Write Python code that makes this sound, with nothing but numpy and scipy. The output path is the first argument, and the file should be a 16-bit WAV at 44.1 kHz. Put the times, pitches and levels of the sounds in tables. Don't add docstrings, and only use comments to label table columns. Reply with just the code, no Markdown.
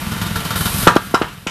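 import sys
import numpy as np
from scipy import signal
from scipy.fft import rfft, irfft
from scipy.io import wavfile

SR = 44100
rng = np.random.default_rng(int(sys.argv[2]) if len(sys.argv) > 2 else 0)


def store_wav(level_fs):
    pcm = np.round(np.clip(np.atleast_2d(level_fs), -1, 1) * 32767)
    wavfile.write(sys.argv[1], SR, pcm.T.astype(np.int16))


N = 66150
T = np.arange(N) / SR

# time in seconds, firings per second.
FIRING_RATE = [(0, 20.1), (.14, 20.24), (.29, 21.4), (.45, 19.72), (.59, 19.92), (.7, 23.23), (.83, 22.91),
               (.97, 19.45), (1.12, 23.22), (1.26, 22.95), (1.36, 20.97), (1.5, 21.91)]
# time in seconds, relative level in dB.
PUFF_LEVEL = [(.02, -26), (.07, 1), (.12, 2.5), (.17, -8), (.22, 1.5), (.36, 1.5), (.41, -5.5), (.51, -8.5),
              (.56, 2.5), (.61, 3), (.70, -0.5), (.88, -1), (.98, -12), (1.12, -7), (1.25, -21),
              (1.43, -14.5)]
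CLATTER_LEVEL = [(0, -26), (.2, -26.5), (.5, -24.5), (.65, -25.5), (.86, -21), (1.0, -33.5), (1.12, -33),
                 (1.3, -35), (1.45, -42.5)]
HISS_LEVEL = [(0, -36.5), (.2, -39), (.49, -36.5), (.556, -38), (.565, -25.5), (.68, -26.5), (.82, -22.5),
              (.87, -27.5), (.94, -51), (1.05, -37.5), (1.13, -43), (1.3, -49.5), (1.45, -49)]
# frequency in Hz, relative level in dB, free decay time (t60) in seconds.
MUFFLER_MODES = [(83.5, -19, 0.12), (108.3, -6.5, 0.17), (166.5, -6.5, 0.17), (193.8, -6.5, 0.12),
                 (213, -28, 0.099)]
HOUSING_MODES = [(477, -10, 0.045), (713, -10.5, 0.075), (912.4, -10.5, 0.17), (1040, -5.5, 0.043),
                 (1172, -2, 0.048), (1353, 0.5, 0.056), (1430, -4, .07), (1640, -14, 0.079),
                 (2375, -14, 0.043), (3060, -2, 0.032), (3654, 1, 0.013), (4100, -28, 0.047)]
FLOOR_THUMP_MODES = [(99.4, -24, 0.18)]
FOOT_MODES = [(172.7, -15, 0.13), (336, -19.5, 0.21), (608, -21.5, 0.14), (680, -14, 0.11),
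              (929, -19, 0.22), (969, -5.5, 0.12), (1186, -6, 0.13), (1300, -13, 0.17), (1371, -2, 0.091),
              (1607, -15.5, 0.44), (1812, -20.5, 0.27), (2520, -25, 0.11), (3860, -22, .07),
              (4980, -20.5, 0.12), (5060, -32, 0.036), (5470, -20, 0.07)]
# frequency in Hz, relative spectral density in dB.
CLATTER_SPECTRUM = [(40, 6.5), (200, 12), (300, -4), (600, -7), (800, -8.5), (1000, -2.5), (1450, -5),
                    (2000, -4), (3400, -7.5), (5000, -13.5), (7000, -16), (14000, -18)]
HISS_SPECTRUM = [(1000, -55), (4000, 2), (7000, -3.5), (9000, 3), (12500, 5.5), (14000, -2)]
KNOCK_SPECTRUM = [(300, -7), (1000, -2), (1500, 4.5), (2200, -5), (4000, 0.5), (7000, -9), (12000, -4),
                  (14000, -8.5)]
CLANG_SPECTRUM = [(60, -34), (200, -29), (400, -18.5), (650, -7.5), (1000, -1.5), (1450, 0), (2000, -17.5),
                  (4000, -19), (8000, -64)]
CRACK_SPECTRUM = [(500, -11), (1700, -1), (2400, 3.5), (3100, 3), (4000, -10), (5500, -7), (8000, -11),
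                  (14000, -25)]
# start in seconds, relative level in dB.
RAM_KNOCKS = [(0.067, -30), (.119, -4.5), (0.176, -9), (0.214, 0), (0.264, -6), (0.357, 1), (0.404, -11.5),
              (0.449, -2.5), (0.505, -0.5), (0.557, 1.5), (0.607, 0), (0.655, 3), (0.827, -4), (0.953, -4)]
# start in seconds, thud level in dB, chirp slowness as a
# factor, clang level in dB, clang time constant in seconds, mode tilt in dB per octave, crack level
# in dB, crack tilt in dB per octave, level sent to the room in dB. Levels are relative.
FOOT_BLOWS = [(.8697, 10, 0.94, 5, 0.012, -2, -11.5, 3.5, -2),
              (0.9618, 4, 0.99, 1.5, 0.0041, -1, -11, -1.5, -13.5),
              (1.1405, -2, 0.84, -4, 0.011, 4, -15, 0.5, 0),
              (1.2140, -5.5, 0.9, -9.5, 0.0093, -2.5, -14, -4, 2),
              (1.223, -21, 1.0, -15, 0.0039, -3.5, -39, -1, -9),
              (1.2397, -36, 1.4, -17.5, 0.0057, -6, -30, -5.5, -21),
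              (1.4650, -16, 1.1, -22, 0.0091, -6, -14, -1, 7)]
# frequency in Hz, t60 in seconds.
ROOM_DECAY = [(100, 0.77), (400, 0.26), (1200, 0.36), (3000, 0.66), (6000, .38), (14000, 0.11)]
# delay in seconds, gain.
REFLECTIONS = [(0.0096, 0.11), (0.0167, -0.086), (.026, .15)]


def amp(db):
    return 10 ** (np.asarray(db) / 20)


def unit_rms(x):
    return x / np.sqrt(np.mean(x ** 2) + 1e-20)


def at_time(points, t):
    return np.interp(t, *np.transpose(points))


def at_frequency(points, hz):
    f, value = np.transpose(points)
    return np.interp(np.log(hz + 1), np.log(f + 1), value)


def add(mix, start, sound):
    part = mix[max(round(start * SR), 0):][:len(sound)]
    part += sound[:len(part)]


def noise(spectrum, tilt_db=0):
    hz = np.fft.rfftfreq(N, 1 / SR)
    gain = amp(at_frequency(spectrum, hz) + tilt_db * np.log2(hz + 1))
    return unit_rms(irfft(rfft(rng.standard_normal(N)) * gain, N))


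def ring(modes):
    return sum(amp(db) * np.exp(-np.log(1000) * T / t60) * np.sin(2 * np.pi * hz * T)
               for hz, db, t60 in modes)


def convolve(x, response):
    return signal.fftconvolve(x, response / np.linalg.norm(response))[:N]


def low_cut(x, hz):
    return signal.sosfilt(signal.butter(2, hz, "high", fs=SR, output="sos"), x)


def exhaust(cycles, puff_s=0.0022, muffler_lag_s=.0018, jitter_db=.5):
    out = np.zeros(N)
    pulse_time = T / puff_s - 2
    puff = amp(-23) * 2 * pulse_time * np.exp(-pulse_time ** 2)
    boom = amp(-20) * ring(MUFFLER_MODES)
    firings = T[1:][np.diff(np.floor(cycles)) > 0]
    for start in firings:
        strength = amp(at_time(PUFF_LEVEL, start) + jitter_db * rng.standard_normal())
        add(out, start - puff_s, strength * puff)
        add(out, start + muffler_lag_s, strength * boom)
    return out


def rattle(envelope, spectrum, housing_db):
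    chatter = envelope * noise(spectrum)
    housing = convolve(envelope * rng.standard_normal(N), ring(HOUSING_MODES))
    return chatter + amp(housing_db) * housing


def hiss(beat, depth=0.36):
    return amp(at_time(HISS_LEVEL, T)) * unit_rms(1 + depth * beat) * noise(HISS_SPECTRUM)


def engine(first_cycle=.6, lead_cycles=0.084, decay_cycles=0.13, clatter_depth=0.64):
    cycles = first_cycle + np.cumsum(at_time(FIRING_RATE, T)) / SR
    beat = np.exp(-((cycles + lead_cycles) % 1) / decay_cycles)
    envelope = amp(at_time(CLATTER_LEVEL, T)) * unit_rms(1 + clatter_depth * beat)
    clatter = rattle(envelope, CLATTER_SPECTRUM, housing_db=-12.5 + 3.5)
    return clatter + hiss(beat) + exhaust(cycles)


def ram(rise_s=.002, decay_s=0.024, thump_lag_s=0.0046):
    envelope, ringing = np.zeros(N), np.zeros(N)
    thump = ring(FLOOR_THUMP_MODES)
    clink = amp(-30) * ring(HOUSING_MODES)
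    for start, db in RAM_KNOCKS:
        add(envelope, start, amp(db - 22) * np.minimum(T / rise_s, 1) * np.exp(-T / decay_s))
        add(ringing, start + rise_s, amp(db) * clink)
        add(ringing, start + thump_lag_s, amp(db) * thump)
    return rattle(envelope, KNOCK_SPECTRUM, housing_db=-1.5) + ringing


def slab_thud(slowness, top_hz=1500, end_hz=228, glide_s=.00095, rise_s=.0014, decay_s=.0052):
    t = T / slowness
    hz = (end_hz + (top_hz - end_hz) * np.exp(-t / glide_s)) / slowness
    envelope = np.minimum(t / rise_s, 1) * np.exp(-(t / decay_s) ** 4)
    return -envelope * np.sin(2 * np.pi * np.cumsum(hz) / SR)


def clang(decay_s, tilt_db, damping=0.047, free_s=0.013, pivot_hz=1200):
    modes = [(hz, db + tilt_db * np.log2(hz / pivot_hz), t60) for hz, db, t60 in FOOT_MODES]
    steel = ring(modes) * np.exp(-damping * T / decay_s) * decay_s / free_s
    burst = noise(CLANG_SPECTRUM) * np.exp(-T / decay_s)
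    return amp(-4) * burst + amp(-5) * steel


def crack(clang_s, tilt_db, rise_s=0.0026, decay_share=0.86):
    envelope = np.minimum(T / rise_s, 1) * np.exp(-T / (decay_share * clang_s))
    return envelope * noise(CRACK_SPECTRUM, tilt_db)


def foot(air_lag_s=.0038):
    direct, to_room = np.zeros(N), np.zeros(N)
    for start, thud_db, slowness, clang_db, clang_s, tilt, crack_db, crack_tilt, room_db in FOOT_BLOWS:
        blow = amp(thud_db) * slab_thud(slowness)
        add(blow, air_lag_s, -amp(clang_db) * clang(clang_s, tilt))
        add(blow, air_lag_s, amp(crack_db) * crack(clang_s, crack_tilt))
        add(direct, start, blow)
        add(to_room, start, amp(room_db) * blow)
    return direct, to_room


def reverberation(x, build_s=0.0089):
    hz, t, bands = signal.stft(rng.standard_normal(N), SR, nperseg=256)
    t60 = at_frequency(ROOM_DECAY, hz)[:, None]
    bands = bands * np.exp(-np.log(1000) * t / t60) * np.minimum(t / build_s, 1)
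    response = signal.istft(bands, SR, nperseg=256)[1][:N]
    return convolve(x, response)


def scene():
    machine = engine() + ram()
    blows, to_room = foot()
    to_room = low_cut(to_room, hz=500)
    tail = reverberation(amp(-13.5) * low_cut(machine, hz=160) + amp(-12.5) * to_room)
    out = machine + blows + tail
    for delay, gain in REFLECTIONS:
        add(out, delay, gain * to_room)
    return out[None]


def record(dry, hardness=11, top_hz=14200):
    x = low_cut(dry, hz=39)
    clipped = x / (1 + abs(x) ** hardness) ** (1 / hardness)
    low_pass = signal.firwin(511, top_hz, window=("kaiser", 9), fs=SR)
    return signal.oaconvolve(clipped, low_pass[None], "same")


dry = scene()
out = record(dry)
store_wav(out)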